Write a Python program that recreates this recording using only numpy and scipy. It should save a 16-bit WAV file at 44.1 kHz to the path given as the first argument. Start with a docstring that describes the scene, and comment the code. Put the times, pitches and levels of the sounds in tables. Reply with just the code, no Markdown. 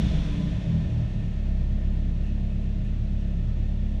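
"""A lightly revved four-cylinder car engine sinks to a steady idle, hood raised, in a garage.
While it slows the firings limp, then the exhaust moans; at idle they settle into an even, deep throb.
Each firing thumps the silencer and rings the pipe. Behind that the block growls,
belts and fan hiss in step with the speed, and the valve gear ticks faintly on its cover."""
import sys
import numpy as np
from scipy import signal
from scipy.fft import rfft, irfft
from scipy.io import wavfile

SR = 44100
rng = np.random.default_rng(int(sys.argv[2]) if len(sys.argv) > 2 else 0)


def wav_record(signal):
    """Record a signal, one row per channel, as 16-bit PCM in the file named by sys.argv[1]."""
    frames = np.transpose(np.atleast_2d(signal))
    bounded = np.clip(frames, -1, 1)
    # unit amplitude maps onto the largest positive 16-bit level
    quanta = np.round(bounded * 32767).astype(np.int16)
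    wavfile.write(sys.argv[1], SR, quanta)


N = 176400
IDLE_START = int(1.5 * SR)


def undb(db):
    """Decibels to gain."""
    return 10 ** (np.asarray(db) / 20)


def unit_idle(x):
    """Scale to rms 1 at idle."""
    return x / np.std(x[IDLE_START:])


def unit_slowing(x):
    """Scale to rms 1 before idle."""
    return x / np.std(x[:IDLE_START])


def curve(table, t, column=1):
    """One column of a time table, linearly interpolated."""
    rows = np.array(table)
    return np.interp(t, rows[:, 0], rows[:, column])


def ring(x, modes):
    """Steep resonances that build up and die away smoothly."""
    f = np.arange(1, N + 2) * SR / (2 * N)
    response = sum(undb(db) / (1 + 1j * (f * f - hz * hz) / (f * width)) ** 2 for hz, width, db in modes)
    return irfft(rfft(x, 2 * N) * response)[:N]


def noise(spectrum):
    """Shaped noise, rolled off below the spectrum's first point."""
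    hz, db = np.array(spectrum).T
    f = np.arange(1, N // 2 + 2) * SR / N
    gain = undb(np.interp(np.log(f), np.log(hz), db)) * np.minimum(f / hz[0], 1) ** 2
    return unit_idle(irfft(rfft(rng.standard_normal(N)) * gain, N))


def pulses(times_s, sizes):
    """Impulse train; negative times wrap round so their ringing carries in."""
    return np.bincount(np.round(times_s * SR).astype(int) % (2 * N), sizes, 2 * N)


def firings(t, cycle, lead_in=8):
    """Index and time of every firing, from a few before the start."""
    k = np.arange(-lead_in, int(cycle[-1]) + 1)
    return k, np.interp(k, cycle, t) + np.minimum(k - cycle[0], 0) / ENGINE_SPEED[0][1]


# pulley, then valve-cover whine: freq_hz, width_hz, gain_db
WHINE_MODES = [(1007, 33, 0), (1811, 85, 0)]
# their envelopes: time_s, pulley_db, cover_whine_db
WHINE_LEVELS = [(0, -58, -65), (.2, -59, -69), (.5, -62, -64), (.65, -68.5, -64), (1.5, -77, -63.5),
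                (2, -80.5, -66.5), (2.4, -78, -71.5), (4, -82.5, -69)]


def whines(t):
    """A pulley sings at speed; a steady valve-cover whine stands out as the engine reaches idle."""
    return sum(unit_idle(ring(rng.standard_normal(N), [mode])) * undb(curve(WHINE_LEVELS, t, column))
               for column, mode in enumerate(WHINE_MODES, 1))


# ticks over one camshaft turn: gain_db
VALVE_TICKS = [1.5, -1, 1.5, -1, 3, -3.5, 9.5, -4.5]
# valve cover: freq_hz, width_hz, gain_db
COVER_MODES = [(1298, 6.1, 4), (1776, 30, -1.5), (1848, 68, -6.5), (2576, 80, -1), (2777, 260, -6.5),
               (5800, 4300, -29)]
TICK_DB, TICK_SCATTER_DB, TICK_DECAY_S, TICK_DB_PER_OCTAVE = -65, 5, 0.039, 7


def valves(t, cycle, firing_hz):
    """Two ticks per firing ring the valve cover, harder at speed and smeared by the garage walls."""
    k = np.arange(int(2 * cycle[-1]))
    tick_db = np.array(VALVE_TICKS)[k % len(VALVE_TICKS)] + TICK_SCATTER_DB * rng.standard_normal(len(k))
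    ticks = pulses(np.interp(k / 2, cycle, t), undb(tick_db))[:N]
    envelope = signal.lfilter([1], [1, -np.exp(-1 / (TICK_DECAY_S * SR))], ticks)
    cover = unit_idle(ring(envelope * rng.standard_normal(N), COVER_MODES))
    return cover * undb(TICK_DB + TICK_DB_PER_OCTAVE * np.log2(firing_hz / firing_hz[-1]))


# engine bay: time_s, hiss_db, growl_db
BAY_LEVELS = [(0, -46, -43), (.25, -47.5, -46.5), (.56, -51.5, -47.5), (.95, -54.5, -48.5),
              (1.3, -56, -51.5), (1.6, -56.5, -51), (2.2, -57.5, -51.5), (3, -58, -53), (4, -58, -52)]
# belt and fan hiss: freq_hz, density_db
HISS_SPECTRUM = [(700, -13), (1100, -3.5), (1550, -2), (2100, 0), (2800, -1), (3700, -4.5), (4300, -6.5),
                 (4900, -12.5), (5900, -12.5), (7000, -16), (7800, -22), (9000, -22.5), (10500, -34.5),
                 (14500, -53)]
# belt and pulley rings at speed: freq_hz, width_hz, gain_db
WHIRR_MODES = [(647, 98, 3), (1480, 28, 6), (2463, 71, -1.5), (3280, 140, -2.5), (3470, 210, 1.5),
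               (3645, 170, 0), (3370, 900, -1), (5550, 1300, -10.5)]
HISS_TRIM_DB, HISS_FIRING_DEPTH, HISS_CAM_DEPTH = -0.85, 0.029, 0.038
WHIRR_DB, WHIRR_DB_PER_OCTAVE = -46, 32.5


def belts(t, cycle, firing_hz):
    """Belts and fan hiss; the pulleys whirr while the engine still turns fast."""
    swell = 1 + HISS_FIRING_DEPTH * np.cos(2 * np.pi * cycle) + HISS_CAM_DEPTH * np.sin(np.pi * cycle / 2)
    hiss = noise(HISS_SPECTRUM) * swell * undb(HISS_TRIM_DB + curve(BAY_LEVELS, t))
    whirr = unit_idle(sum(ring(rng.standard_normal(N), [mode]) for mode in WHIRR_MODES))
    return hiss + whirr * undb(WHIRR_DB + WHIRR_DB_PER_OCTAVE * np.log2(firing_hz / firing_hz[0]))


# engine block: freq_hz, density_db
GROWL_SPECTRUM = [(120, 5.5), (250, 3.5), (330, 3), (420, -0.5), (530, -1.5), (620, 3.5), (720, -6),
                  (900, -11), (1200, -24), (2000, -56.5)]
GROWL_TRIM_DB, GROWL_CRANK_DEPTH = 4, 0.04


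def block(t, cycle):
    """The block growls, swelling once per crankshaft turn."""
    swell = 1 + GROWL_CRANK_DEPTH * np.cos(np.pi * cycle)
    return noise(GROWL_SPECTRUM) * swell * undb(GROWL_TRIM_DB + curve(BAY_LEVELS, t, column=2))


# broad exhaust resonances: freq_hz, width_hz, gain_db
MOAN_RESONANCES = [(78.5, 25, 0), (113.3, 19.3, 0), (161.3, 27, 0)]
# their envelopes: time_s, low_db, mid_db, high_db
MOAN_LEVELS = [(0, -45.5, -36.5, -33.5), (.13, -48, -35, -37), (.25, -59, -41, -32), (.64, -56, -45.5, -45),
               (.71, -33, -23, -27), (.8, -32.5, -33.5, -27.5), (.87, -30, -33.5, -37),
               (.98, -31.5, -30, -32.5), (1.1, -45, -37.5, -40), (1.22, -39, -34.5, -28.5),
               (1.33, -46, -46, -38), (1.45, -72.5, -78, -67)]
MOAN_SCATTER_DB, MOAN_SCATTER_MS = 2.5, 0.42


def moan(t, cycle):
    """Uneven firings set the exhaust rumbling as the engine catches itself above idle."""
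    k, fire_s = firings(t, cycle)
    time_draw, level_draw = rng.standard_normal((len(k), 2)).T
    puffs = pulses(fire_s + MOAN_SCATTER_MS * time_draw / 1000, undb(MOAN_SCATTER_DB * level_draw))
    return -sum(unit_slowing(ring(puffs, [mode])) * undb(curve(MOAN_LEVELS, t, column))
                for column, mode in enumerate(MOAN_RESONANCES, 1))


# exhaust drone: freq_hz, width_hz, gain_db
DRONE_MODES = [(157.1, 16.7, 2), (183.3, 11, 0), (290, 18.4, -12.5)]
# its envelope: time_s, level_db
DRONE_LEVELS = [(0, -30), (.2, -33), (.42, -27.5), (.62, -34), (.75, -39), (.9, -34.5), (1.24, -43),
                (1.4, -42), (1.6, -70)]


def drone(t, puffs):
    """Ragged firings excite a drone while the engine slows."""
    return unit_slowing(ring(puffs, DRONE_MODES)) * undb(curve(DRONE_LEVELS, t))


# combustion: time_s, boom_db, pipe_db, limp_db
COMBUSTION = [(0, -1, -2, 1.5), (.06, 0, -18, 1.5), (.15, -7, -7, 7.5), (.35, -10, -6, 6.5),
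              (.5, -6, -2.5, 5), (.62, -10.5, -5.5, 3), (.72, -5.5, -14.5, 2), (.85, -10.5, -6, 5),
              (1.05, -8.5, -9, 2.5), (1.2, -7, -4, 2.5), (1.3, -7, -6, 1.5), (1.42, -3, -3.5, 0.5),
              (2.1, -4, -2, 1), (2.5, -5.5, -2.5, 0), (2.8, -4.5, -2.5, 2), (2.95, -5.5, -2, 1),
              (3.4, -4.5, -2, 1), (4, -5, -6, 1)]
# cylinders in firing order: boom_db, pipe_db, pipe_lag_ms
CYLINDER_OFFSETS = [(-0.5, 3.25, -.9), (1.5, -3, -0.54), (-1.9, 1.5, -1.8), (-0.3, 1.9, -0.19)]
# silencer and garage boom: freq_hz, width_hz, gain_db
BOOM_MODES = [(33.2, 17.7, -0.5), (60.8, 21.2, -1.5), (204.2, 12.6, -10), (242.1, 9.4, -20)]
# exhaust pipe: freq_hz, width_hz, gain_db
PIPE_MODES = [(112.67, 11.6, 4.5), (138.73, 10.2, -5.5), (151.4, 8.3, -2), (166.47, 10, 1),
              (193.3, 10, -12), (292.7, 6.2, -14), (312.7, 12, -20.5), (357.4, 40, -25)]
BOOM_IDLE_DB, PIPE_IDLE_DB = -24.5, -33
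SCATTER_DB, SCATTER_MS, PIPE_SCATTER_DB = 0.87, 0.085, 1.3
PIPE_LIMP_SHARE, LIMP_MS_PER_DB = 0.47, 0.78


def exhaust(t, cycle):
    """Firings thump the silencer and ring the pipe; a limp weakens every second thump and jolts timing."""
    k, fire_s = firings(t, cycle)
    time_draw, boom_draw, pipe_draw = rng.standard_normal((len(k), 3)).T
    boom_db, pipe_db, pipe_lag_ms = np.array(CYLINDER_OFFSETS)[k % len(CYLINDER_OFFSETS)].T
    limp_db = curve(COMBUSTION, fire_s, column=3)
    swing_db = limp_db * (k % 2 - .5)
    fire_s += (SCATTER_MS + LIMP_MS_PER_DB * limp_db) * time_draw / 1000
    pipe_s = fire_s + pipe_lag_ms / 1000
    boom_db += curve(COMBUSTION, fire_s, column=1) + swing_db + SCATTER_DB * boom_draw
    pipe_db += curve(COMBUSTION, fire_s, column=2) - PIPE_LIMP_SHARE * swing_db
    pipe_db += PIPE_SCATTER_DB * pipe_draw
    boom = unit_idle(ring(pulses(fire_s, undb(boom_db)), BOOM_MODES))
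    pipe = unit_idle(ring(pulses(pipe_s, undb(pipe_db)), PIPE_MODES))
    puffs = pulses(pipe_s, undb(PIPE_LIMP_SHARE * swing_db + SCATTER_DB * pipe_draw))
    return -(drone(t, puffs) + undb(BOOM_IDLE_DB) * boom + undb(PIPE_IDLE_DB) * pipe)


# engine speed: time_s, firing_hz
ENGINE_SPEED = [(0.0, 54.25), (0.3, 46.15), (0.6, 42.2), (0.75, 40.6), (1.0, 38.22), (1.25, 35.15),
                (1.42, 33.39), (1.75, 33.49), (2.05, 33.38), (2.3, 34.4), (2.52, 34.01), (2.7, 34.67),
                (2.97, 34.52), (3.12, 34.44), (3.35, 34.12), (3.6, 35.1), (4.0, 33.6)]
FIRST_FIRING_CYCLES = 0.64


def scene():
    """One crankshaft times the firings, ticks and swells."""
    t = np.arange(N) / SR
    firing_hz = curve(ENGINE_SPEED, t)
    cycle = np.cumsum(firing_hz) / SR - FIRST_FIRING_CYCLES  # one cycle per firing
    mix = exhaust(t, cycle) + moan(t, cycle) + block(t, cycle)
    mix += belts(t, cycle, firing_hz) + whines(t) + valves(t, cycle, firing_hz)
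    return mix[None]


def record(dry, cutoff_hz=15000):
    """A steep low-pass cuts the top treble."""
    return signal.sosfilt(signal.ellip(8, .2, 70, cutoff_hz, fs=SR, output="sos"), dry)


dry = scene()
out = record(dry)
wav_record(out)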